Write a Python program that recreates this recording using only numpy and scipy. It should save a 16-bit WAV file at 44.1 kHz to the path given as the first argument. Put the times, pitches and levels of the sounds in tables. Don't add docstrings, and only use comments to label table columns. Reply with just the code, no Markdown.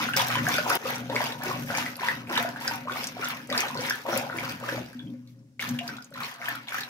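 import sys
import numpy as np
from scipy import signal
from scipy.fft import rfft, irfft, next_fast_len
from scipy.io import wavfile
from scipy.ndimage import uniform_filter1d

SR = 44100
rng = np.random.default_rng(int(sys.argv[2]) if len(sys.argv) > 2 else 0)


def volts_from_db(level):
    exponent = np.asarray(level, float) / 20
    return 10 ** exponent


def store_pcm(level_fs):
    pcm = np.round(np.clip(level_fs, -1, 1) * 32767).astype(np.int16)
    wavfile.write(sys.argv[1], SR, np.atleast_2d(pcm).T)


N = 303849
FAST = next_fast_len(N)


def evened(x):
    return x / np.sqrt(np.mean(x ** 2) + 1e-20)


def smooth(x, size):
    return uniform_filter1d(uniform_filter1d(x, size), size)


def steadied(x):
    return x / np.sqrt(abs(uniform_filter1d((x ** 2).mean(0), size=5000)) + 1e-12)


def read(points, hz, column=1):
    rows = np.transpose(points)
    return np.interp(np.log(hz + 1), np.log(rows[0] + 1), rows[column])


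def through(x, response):
    return irfft(rfft(x, FAST) * response(np.fft.rfftfreq(FAST, 1 / SR)), FAST)[..., :N]


def colour(x, points):
    return through(x, lambda hz: volts_from_db(read(points, hz)))


def ring(x, modes):
    return sum(volts_from_db(db) * signal.lfilter(*signal.iirpeak(hz, hz / width, SR), x) for hz, width, db in modes)


RIGHT_LAG_S = 7.5 / SR


def ports(x, share=1):
    return np.array([x, through(x, lambda hz: np.exp(-2j * np.pi * hz * share * RIGHT_LAG_S))])


# hz, level_db_per_hz
AIR = [(18, -76.5), (30, -38), (86, -36.5), (106, -20.5), (127, -19), (149, -19), (252, -11), (384, -50.5),
       (473, -40), (632, -46.5), (721, -57), (1500, -39), (2900, -42), (5450, -33), (16000, -48)]
AIR_DB = -75


def floor():
    air = np.array([colour(v, AIR) for v in rng.standard_normal((2, N))])
    high = signal.sosfilt(signal.butter(4, 600, "high", fs=SR, output="sos"), air)
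    return air / np.sqrt(np.mean(high ** 2)) * volts_from_db(AIR_DB)


# hz, level_db, t60_s
ROOM = [(100, -30.5, 0.2), (302, -13, 0.53), (980, 1.5, 0.25), (3900, 1, 0.088), (14000, -1, 0.024)]


def kitchen(x, count=4):
    length = SR // 3
    taps = np.zeros((count, 2, length))
    slots = np.arange(40, length - 20, 20)
    at = slots + rng.integers(0, 20, (count, 2, len(slots)))
    np.put_along_axis(taps, at, rng.choice([-1., 1.], at.shape), 2)
    taps *= 1 - np.exp(-np.arange(length) / SR / 0.0079)
    hz, t, z = signal.stft(taps, SR, nperseg=512)
    t60_s = np.maximum(read(ROOM, hz, column=2), .02)[:, None]
    decay = volts_from_db(read(ROOM, hz)[:, None] - 60 * t / t60_s) / np.sqrt(t60_s)
    tails = signal.istft(z * decay, SR, nperseg=512)[1]
    energy = SR / 20 / (6 * np.log(10))
    turn = np.arange(N) / SR / .04 - np.arange(count)[:, None]
    share = np.cos(np.pi / 2 * np.clip((turn + count / 2) % count - count / 2, -1, 1))
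    size = next_fast_len(N + tails.shape[-1])
    wet = rfft(x * share, size)[:, None] * rfft(tails / np.sqrt(energy), size)
    return irfft(wet.sum(0), size)[:, :N]


def board(modes, span):
    hum = ring(ring(rng.standard_normal(N), modes), span)
    return hum / np.sqrt(abs(smooth(hum ** 2, 3600)) + 1e-12)


# centre_s, low_board_db, upper_board_db, spread_s
PRESSES = [(.04, -45, -36, 0.11), (.2, -38.5, -57, 0.095), (.42, -32.5, -33, 0.091),
           (.62, -44, -41.5, 0.17), (1.09, -41, -38, 0.24), (1.61, -38, -37.5, 0.17),
           (1.84, -48, -39, 0.075), (2.17, -44, -44, 0.12), (2.4, -45.5, -39, 0.14),
           (2.8, -48, -43.5, 0.37), (3.28, -49.5, -45, 0.21), (3.53, -47, -36.5, 0.056),
           (3.8, -42, -38.5, 0.099), (4.17, -42.5, -35.5, 0.058), (4.47, -43, -43, 0.23),
           (4.78, -38.5, -39, 0.068), (5.08, -41, -40, 0.071), (5.32, -49, -53, 0.18),
           (5.723, -38, -36, 0.061), (5.92, -48, -41, 0.067), (6.2, -48.5, -47, 0.072),
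           (6.54, -51, -48, 0.11), (6.81, -54, -50, 0.064)]
EASE_DB = 7


def pressure(column):
    t = np.arange(0, N / SR + .01, .005)
    rows = np.transpose(PRESSES)[..., None]
    power = volts_from_db(rows[column] - EASE_DB * abs((t - rows[0]) / rows[3]) ** 1.37) ** 2
    return np.interp(np.arange(N) / SR, t, np.sqrt(power.sum(0)))


# hz, width_hz, gain_db
LOW_BOARD = [(122.95, 2.65, 8), (143, 12.5, -1), (175, 26, -8.5), (78, 25, -12)]
UPPER_BOARD = [(247, 10, 8), (231.3, 2.1, -4.5), (272.6, 9.5, 0), (292.4, 5.6, -1.5), (403, 15, -6.5),
               (530, 7.7, 5.5)]


def table():
    low = board(LOW_BOARD, [(135, 107, 0)]) * pressure(column=1)
    upper = board(UPPER_BOARD, [(247, 90, 0)]) * pressure(column=2)
    return ports(low + upper)


# start_s, peak_db, pitch_hz, length_s
RINGS = [(0.171, -27.5, 541, 0.03), (0.356, -34, 3070, 0.025), (1.26, -34, 908, 0.041),
         (2.041, -27.5, 966, 0.038), (2.403, -28.5, 700, 0.024), (2.74, -35.5, 770, 0.035),
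         (2.778, -46, 717, 0.037), (4.995, -53, 3380, .06), (5.139, -49.5, 530, 0.03),
         (5.81, -32.5, 700, 0.013), (6.36, -52, 694, .04), (6.401, -40.5, 700, 0.028)]


def rings():
    t, tone = np.arange(N) / SR, np.zeros(N)
    for s, db, hz, length in RINGS:
        since = t - s
        level_db = db - 156 * since.clip(0, 1) - 380 * (since - length).clip(0, 1)
        tone += volts_from_db(level_db) * (since / 0.0013).clip(0, 1) * np.sin(2 * np.pi * hz * since)
    return ports(tone, share=0.57)


def bubble(hz, t60, glide, chance):
    t = np.arange(int(t60 * SR) + 20) / SR
    tone = np.sin(2 * np.pi * (hz * t * (1 + glide * t / t60) + chance))
    return tone * volts_from_db(-60 * t / t60) * (1 - np.exp(-t * hz * 1.44))


def pops(rows, ring_s, glide, tick, spray=0.):
    out, chance = np.zeros((2, N + SR)), rng.random((len(rows), 3))
    noise, t = rng.standard_normal((len(rows), 1500)), np.arange(1500) / SR
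    for (s, db, hz), (phase, rise, spot), crack in zip(rows, chance, noise):
        tone = bubble(hz, ring_s * (1000 / hz) ** 0.72, glide * rise, phase)
        mist = ring(crack, [(0.97 * min(hz, 12000), 0.36 * hz, 0)]) * np.exp(-t / 0.0044)
        puff = tick * crack * np.exp(-t / 0.00019) + spray * mist
        for port, lag in zip(out, (0, RIGHT_LAG_S + (spot - 1.2) * 5 / SR)):
            at = round((s + lag) * SR)
            port[at:at + len(tone)] += volts_from_db(db) * tone
            port[at:at + len(puff)] += volts_from_db(db) * puff
    return out[:, :N]


# start_s, peak_db, pitch_hz
THUMPS = [(1.455, -35, 366.6), (4.085, -31, 342), (4.342, -36.5, 334), (4.72, -34.5, 321),
          (4.95, -33.5, 247), (5.12, -33.5, 247), (5.7, -26, 243.2), (5.705, -36, 135)]


def thumps():
    return pops(THUMPS, 0.16, glide=0, tick=0)


# start_s, peak_db, pitch_hz
SQUEAK = [
    (4.993, -30.5, 3430),
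    (5.072, -44, 3200),
    (5.1, -53, 3600),
]


def squeak():
    return pops(SQUEAK, 0.062, glide=.01, tick=.05)


# start_s, peak_db, centre_hz
TICKS = [(0.0932, -26, 14000), (0.167, -13, 13300), (0.2713, -27, 10900), (0.2838, -18, 13200),
         (0.4763, -32, 12200), (0.4873, -20, 10200), (0.5836, -26, 12800), (0.6983, -16, 10960),
         (0.7537, -10, 14100), (0.8415, -31, 12700), (0.8839, -36, 13700), (0.9033, -22, 12850),
         (0.9822, -26, 15500), (1.1563, -37, 13000), (1.1563, -31, 7380), (1.4361, -22, 13800),
         (1.7669, -31, 7420), (1.7749, -33, 7120), (1.9674, -28, 11300), (2.4269, -22, 14200),
         (2.6509, -32, 11300), (2.6778, -28, 7000), (2.7581, -25, 12200), (3.0415, -31, 7050),
         (3.2859, -21.5, 13700), (3.5548, -38, 12400), (3.5678, -26, 12100), (3.6052, -14, 7340),
         (3.8661, -24, 8780), (3.8985, -19.5, 11900), (4.1754, -12.5, 11000), (4.371, -30, 9600),
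         (4.3969, -32, 10400), (4.4513, -31.5, 13900), (4.4937, -33, 14300), (4.9302, -42, 8890),
         (5.6067, -37, 13400), (5.6241, -25, 10300), (5.689, -26, 15400), (5.7109, -32, 14800),
         (5.7877, -33, 15300), (5.8775, -35, 13400), (6.0437, -48, 7110), (6.1394, -36, 13400),
         (6.2033, -29, 15200), (6.4892, -20.5, 13500), (6.554, -28, 11600), (6.6927, -30, 7150),
         (6.7446, -25, 14800), (6.785, -28, 12300), (6.8079, -24.5, 12500)]
# start_s, peak_db
FAINT_TICKS = [(0.3844, -34), (2.5137, -47), (3.473, -34), (3.4915, -39), (3.9564, -30), (4.5042, -32),
               (4.6, -37.5), (5.9678, -42), (6.106, -46), (6.2966, -40), (6.341, -37)]


def ticks():
    rows = [*TICKS, *((s, db, 8000) for s, db in FAINT_TICKS)]
    out, t = np.zeros((2, N + SR)), np.arange(900) / SR
    high = signal.butter(3, 5000, "high", fs=SR, output="sos")
    fall = np.exp(-t / 0.0011) + 0.11 * np.exp(-t / 0.003)
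    for (s, db, hz), crack in zip(rows, rng.standard_normal((len(rows), 3, 900))):
        burst = signal.sosfilt(high, (crack[0] + 0.6 * crack[1:]) * fall)
        burst = 0.34 * burst + ring(burst, [(hz, 0.2 * hz, 0)])
        for port, lag, sound in zip(out, (0, RIGHT_LAG_S), burst / abs(burst).max()):
            at = round((s + lag) * SR)
            port[at:at + 900] += volts_from_db(db) * sound
    return volts_from_db(1.5) * out[:, :N]


# start_s, peak_db, centre_hz
DROPS = [(0.1355, -16, 2780), (0.2069, -15, 3600), (1.099, -25, 3640), (1.1483, -29, 4930),
         (1.322, -23.5, 3660), (1.4356, -26.5, 4960), (1.956, -32, 4640), (2.2977, -31, 5070),
         (2.3545, -17.5, 2960), (2.612, -37, 4610), (2.9203, -23, 3460), (3.0324, -32, 5680),
         (3.683, -23, 3700), (3.8087, -23.5, 5400), (4.14, -26, 3420), (4.1754, -24, 4700),
         (4.3849, -28, 3140), (4.449, -27, 4700), (5.0327, -51, 3320), (5.6241, -28, 3720),
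         (5.7882, -20.5, 3200), (6.0237, -33, 5170), (6.246, -26, 4310), (6.6722, -34, 3360),
         (0.382, -26, 4300), (0.52, -21.5, 3500), (1.2562, -24, 2700), (1.287, -30, 6300),
         (1.455, -30, 6000), (1.71, -31, 5100), (2.97, -22, 2200), (3.255, -21, 3500), (3.277, -25, 2900),
         (3.7457, -30.5, 5400), (3.82, -30, 6200), (3.888, -37, 4800), (2.378, -15, 1690),
         (2.272, -31.5, 2400), (5.604, -26, 2730)]


def drops():
    return volts_from_db(2.5) * pops(DROPS, 0.018, glide=0.04, tick=0.15, spray=0.6)


# start_s, peak_db, centre_hz
SNAPS = [(0.166, -15.5, 5320), (0.1953, -18, 3350), (0.2848, -32, 5470), (0.3536, -22.5, 3070),
         (0.4863, -24.5, 6200), (0.5826, -23.5, 4830), (0.6998, -22, 5030), (0.902, -31, 3840),
         (0.9574, -27, 5730), (1.1576, -26, 4700), (1.7732, -22, 6250), (2.086, -27, 3640),
         (2.3285, -34, 3580), (2.376, -15.5, 3640), (2.6777, -18, 4960), (3.042, -23, 5500),
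         (3.0701, -19, 5800), (3.2448, -24, 5750), (3.5014, -29.5, 4740), (3.5258, -20.5, 3600),
         (3.5776, -15, 4930), (3.6057, -22, 6000), (3.636, -35, 3120), (3.7738, -27, 4270),
         (3.8392, -30, 3240), (3.898, -22, 5370), (4.4952, -30, 4750),
         (5.5996, -31, 2840), (5.6233, -32, 3510), (5.691, -26.5, 6000), (5.878, -25.5, 4760),
                 (5.968, -34, 3900), (6.045, -38.5, 6650), (6.141, -37.5, 4000), (6.234, -28, 4270),
                 (6.457, -25, 3080), (6.551, -36, 3270), (6.684, -28.5, 3400), (6.745, -36, 5830),
                 (6.809, -28, 4500), (6.834, -27.5, 3900),
         (4.8628, -51, 4580), (4.9306, -54, 4870), (5.274, -51, 4200), (5.3921, -62.5, 5560)]


def snaps():
    return volts_from_db(6.5) * pops(SNAPS, 0.024, glide=0.035, tick=0.12, spray=0.64)


# start_s, peak_db, pitch_hz
SLAPS = [
    (0.169, -8, 1160),
    (0.583, -5, 1460),
    (3.502, -11, 1870),
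    (4.098, -26, 920),
    (5.594, -13.5, 2113),
]


def slaps():
    return volts_from_db(-10.0) * pops(SLAPS, 0.015, glide=.1, tick=0.19, spray=0.23)


# start_s, peak_db,
# pitch_hz
GLUGS = [(0.477, -19.5, 700), (0.585, -18, 600), (0.705, -33, 487), (0.853, -18.5, 503), (1.097, -23, 540),
         (1.148, -24.5, 424), (1.21, -23, 620), (1.503, -28, 503), (1.701, -27, 550), (2.389, -25, 513),
         (2.448, -19, 662), (2.919, -33, 530), (3.167, -28, 710), (3.513, -20.5, 565), (3.636, -22.5, 813),
         (3.79, -23.5, 505), (4.062, -29.5, 540), (4.098, -23, 625), (4.163, -18, 537), (4.408, -30.5, 700),
         (4.688, -29.5, 553), (4.724, -24, 509),
         (0.224, -21, 740), (2.304, -27, 341), (2.854, -32, 585), (3.193, -31, 410), (4.134, -22, 586),
         (4.199, -29, 560), (4.265, -27.5, 790), (4.299, -35, 627), (4.609, -37, 586), (4.744, -27, 512),
         (4.779, -26.5, 614), (4.809, -34.5, 355), (6.114, -40, 563), (6.486, -29.5, 692)]


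def glugs():
    return volts_from_db(0.5) * pops(GLUGS, 0.038, glide=0.096, tick=.03)


# start_s, peak_db, pitch_hz
BEADS = [(0.14, -16.5, 1540), (0.701, -16, 1245), (0.854, -22, 1190), (1.097, -26.5, 880),
         (1.782, -21.5, 916), (1.822, -27, 1220), (1.991, -27, 1040), (2.301, -28, 995),
         (2.377, -16.5, 950), (2.711, -21.5, 926), (2.873, -24, 1014), (2.958, -23.5, 1180),
         (3.239, -18.5, 1380), (3.704, -25, 1010), (3.753, -23.5, 1010), (3.892, -31, 1530),
         (4.298, -23.5, 1430), (4.639, -26, 1170), (4.689, -18, 1590), (4.931, -38, 1580),
         (4.998, -40, 1606), (5.603, -28, 2200), (5.626, -22, 1720), (5.638, -26.5, 1260),
         (5.664, -33, 1800), (5.748, -31, 1610), (5.89, -25, 1500), (5.937, -32, 1310), (5.984, -29, 1406),
         (6.124, -39, 1450), (6.157, -31.5, 1010), (6.175, -26.5, 1340), (6.204, -25.5, 1330),
         (6.22, -35, 1180), (6.552, -26, 1360), (6.744, -20.5, 1300)]


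def beads():
    return volts_from_db(1.5) * pops(BEADS, 0.029, glide=0.092, tick=0.02, spray=0.54)


# start_s, peak_db, pitch_hz
PLOPS = [(0.0878, -17, 1380), (0.1986, -19, 905), (0.3536, -17.5, 980), (0.4676, -14, 1600),
         (0.4908, -20, 1090), (0.5823, -16, 1445), (0.6616, -21.5, 940), (0.7146, -15, 1330),
         (0.7487, -25.5, 1380), (1.163, -12.5, 2100), (1.513, -18.5, 1050), (1.7037, -21, 1470),
         (1.7823, -24, 824), (1.8627, -21, 1930), (2.0321, -18.5, 956), (2.0852, -11, 1867),
         (2.5606, -24.5, 1575), (2.6794, -19, 1550), (2.8828, -22, 1090), (2.8963, -19.5, 1410),
         (3.2283, -20, 1380), (3.4995, -27, 1844), (3.5289, -21, 1147), (3.566, -26, 1700),
         (3.629, -21.5, 1200), (3.908, -12.5, 1566), (4.0622, -27.5, 1080), (4.1301, -19.5, 1360),
         (4.328, -24.5, 1380), (4.3859, -19.5, 2160),
         (5.5951, -23, 2140), (5.79, -19.5, 2660), (6.205, -32, 2380), (6.243, -30, 2280),
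                 (6.4155, -27.5, 2060), (6.4843, -17, 1650), (6.687, -28.5, 2260), (6.722, -24, 1490),
                 (6.784, -20, 1650)]


def plops():
    return volts_from_db(3.0) * pops(PLOPS, 0.027, glide=0.24, tick=0.06, spray=0.62)


def grains(lo_hz, hi_hz, cycles, per_s, spread_db, largest, count=28):
    size = volts_from_db(spread_db * np.minimum(rng.exponential(1, N), largest))
    size *= rng.random(N) < per_s / SR
    kind, chance, out = rng.integers(0, count, N), rng.random((count, 2)), np.zeros(N + SR)
    for k, hz in enumerate(np.geomspace(lo_hz, hi_hz, count)):
        shape = bubble(hz, cycles * (.5 + chance[k, 0]) / hz, 0.807 * chance[k, 1], 0)
        shape = shape / np.linalg.norm(shape) * np.sqrt(hz)
        for at in np.flatnonzero(size * (kind == k)):
            out[at:at + len(shape)] += size[at] * shape
    return ports(evened(out[:N]))


def lumps(seconds):
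    return evened(smooth(rng.standard_normal(N), max(int(seconds * SR), 2)))


def wash(seconds, patchy_db, clump_db, apart):
    same, own = ports(rng.standard_normal(N)), rng.standard_normal((2, N))
    mixed = np.sqrt(1 - apart) * same + np.sqrt(apart) * own
    z = signal.stft(mixed, nperseg=256, noverlap=128)[2]
    clumps = uniform_filter1d(rng.standard_normal(z.shape[1:]), size=3, axis=0)
    z = z * volts_from_db(clump_db * evened(uniform_filter1d(clumps, size=8, axis=1)))
    clumped = signal.istft(z, nperseg=256, noverlap=128)[1][:, :N]
    return evened(clumped * volts_from_db(patchy_db * lumps(seconds)))


# start_s, crest_after_s, strength_db, gurgle_over_slosh_db, foam_over_slosh_db
STROKES = [(-.1, 0.042, -25.5, -11.5, -6), (0.159, 0.0042, -28.5, -11.5, -3),
           (0.249, 0.071, -29.5, -12, -10.5), (.43, 0.092, -31.5, -5, -4), (.65, 0.049, -28.5, -2, -6),
           (0.819, 0.053, -33.5, -6.5, -7.5), (1.086, .12, -33.5, 0, -7), (1.389, 0.082, -33.5, -4, -11.5),
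           (1.658, .11, -32, -6.5, -9.5), (1.959, 0.098, -33.5, -8, -9.5), (2.27, 0.088, -30, -7.5, -11.5),
           (2.552, 0.13, -35.5, -8.5, -12), (2.858, 0.13, -38, -3.5, -3), (3.151, 0.11, -34, -11, -9.5),
           (3.487, 0.084, -29.5, -7.5, -10), (3.735, 0.12, -33.5, -7, -7.5), (4.046, 0.082, -33.5, 0.5, -8),
           (4.28, 0.17, -36, -5.5, -10), (4.594, 0.1, -37, -4.5, -7), (5.593, 0.024, -39, -12.5, -2.5),
           (5.78, 0.089, -46.5, -4, -5), (6.13, 0.097, -37.5, -12.5, -11), (6.379, 0.088, -36, -16, -12),
           (6.662, 0.081, -36, -12, -9)]
# crest_share, rise_db, hold_s, fall_db_per_s, settle_db, settle_db_per_s
FOLLOW = [
    (.45, 5, 0.071, 82.5, -25, 42),
    (.9, 11, 0.043, 129.5, -19, 33.5),
    (1.15, 11, 0.024, 114, -15.5, 39),
]
LAG = (0.06, 0.085, 0.42)


def stroke(layer):
    share, rise_db, hold_s, fall, settle_db, settle = FOLLOW[layer]
    t = np.arange(0, N / SR + .01, .001)
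    start, crest_s, db, depth_db, foam_db = np.transpose(STROKES)[..., None]
    past = t - start - share * crest_s
    late = np.maximum(past - hold_s, 0)
    fade_in = np.clip((t - start) / (LAG[layer] * crest_s + 0.003), 0, 1) ** 2
    swell = volts_from_db(rise_db * np.minimum(past / (share * crest_s), 0)) * fade_in
    power = swell ** 2 * (volts_from_db(-fall * late) ** 2 + volts_from_db(settle_db - settle * late) ** 2)
    power *= volts_from_db(db + (depth_db, 0, foam_db)[layer]) ** 2
    return np.interp(np.arange(N) / SR, t, np.sqrt(power.sum(0)))


# start_s, length_s, level_db
FIZZ = [(1.436, 0.52, -50.5), (2.6, 0.21, -49), (0.43, 0.15, -44.5), (4.36, 0.11, -56),
        (5.274, 0.089, -69.5), (4.9, 0.31, -75), (4.176, 0.073, -41), (2.4, 0.075, -44)]


def fizz():
    t = np.arange(N) / SR
    return sum(volts_from_db(db) * (t > s) * np.clip((s + length - t) / 0.066, 0, 1) for s, length, db in FIZZ)


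# hz, level_db_per_hz
FROTH = [(1290, -37.5), (2200, 1), (2820, -1.5), (3590, -2.5), (4350, -6), (4840, -4), (5810, -4),
         (8240, -17.5), (10500, -13.5), (13800, -11), (15200, -12), (16000, -34)]
# hz, gain_db
FIZZ_TILT = [(3000, -4.5), (8000, 1.5), (13500, 2.5)]


def froth():
    hiss = wash(0.0019, patchy_db=4.5, clump_db=3.5, apart=1.0)
    crackle = grains(2770, 17000, cycles=5.5, per_s=630, spread_db=4.5, largest=2.45)
    foam = evened(colour(0.92 * hiss + 0.28 * crackle, FROTH))
    standing = steadied(colour(foam[:, ::-1], FIZZ_TILT))
    return (foam * stroke(layer=2) + standing * fizz()) * volts_from_db(3.5)


HOLLOW_HZ, CLIMB_PER_S, HOLLOW_TOP_HZ, HOLLOW_WIDTH_HZ = 600, 13, 2570, 450


def hollow(x):
    t, starts = np.arange(N) / SR, np.transpose(STROKES)[0]
    since = t - starts[np.searchsorted(starts, t) - 1]
    hz = np.minimum(HOLLOW_HZ * np.exp(CLIMB_PER_S * since), HOLLOW_TOP_HZ)
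    turn = np.exp(2j * np.pi * np.cumsum(hz) / SR)
    r = np.exp(-np.pi * HOLLOW_WIDTH_HZ / SR)
    return 2 * (turn * signal.lfilter([1 - r], [1, -r], x / turn)).real


# hz, level_db_per_hz
GURGLE = [(180, -24), (310, 1), (450, 1), (750, 0), (950, -2.5), (1500, -22.5)]
# hz, level_db_per_hz
SLOSH = [(500, -26.5), (800, 1.5), (1000, -4), (1600, 2), (2500, -5), (4000, -13.5), (6500, -19)]
# hz, width_hz, gain_db
POT = [(543, 23, -1.5), (700, 20, -3.5), (763, 7.5, 0.5), (966, 74, -2.5), (1380, 91, -18.5),
       (1650, 110, -30), (2440, 920, -23)]


def slosh():
    deep = 0.83 * wash(0.063, patchy_db=-7.5, clump_db=1.5, apart=0.59)
    deep += 0.33 * grains(328, 980, cycles=25.8, per_s=170, spread_db=4.0, largest=3.0)
    bright = 0.45 * wash(0.014, patchy_db=5.5, clump_db=3.0, apart=0.72)
    bright += 0.39 * grains(922, 4820, cycles=20.6, per_s=450, spread_db=6.0, largest=2.22)
    deep, bright = colour(deep, GURGLE), colour(bright, SLOSH)
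    deep = steadied(0.63 * deep + ring(deep, POT))
    bright = steadied(0.84 * bright + ring(bright, POT) + 0.29 * hollow(bright))
    return (deep * stroke(layer=0) + bright * stroke(layer=1)) * volts_from_db(-0.5)


def scene():
    near = table() + rings() + thumps() + squeak()
    near += ticks() + drops() + snaps() + slaps()
    near += glugs() + beads() + plops()
    near += froth() + slosh()
    return floor() + kitchen(near[0]) + near


DUCK_S, DUCK_DB, RECOVER_S = .774, -15, 0.06


def gain_control(x):
    since = np.arange(N) / SR - DUCK_S
    return x * volts_from_db(DUCK_DB * (since > 0) * np.exp(-(since / RECOVER_S) ** 2))


# hz, left_over_right_db
LEFT_OVER_RIGHT = [(100, 2), (380, 2), (700, 2.5), (1290, 0.5), (2380, 2), (4400, -2), (8120, 2.5),
                   (15000, 4.5)]
# hz, gain_db
MICROPHONE = [(20, -1), (60, -7), (100, -0.5), (8000, -0.5)]
# hz, gain_db
EDGE = [(15750, 0), (15950, -55)]


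def microphones(x):
    side = np.array([[.5], [-.5]])
    return through(x, lambda hz: volts_from_db(side * read(LEFT_OVER_RIGHT, hz) + read(MICROPHONE, hz) + read(EDGE, hz)))


def roll_off(x):
    return signal.sosfilt(signal.butter(12, 17000, fs=SR, output="sos"), x)


def record(dry):
    return roll_off(microphones(gain_control(dry)))


dry = scene()
out = record(dry)
store_pcm(out)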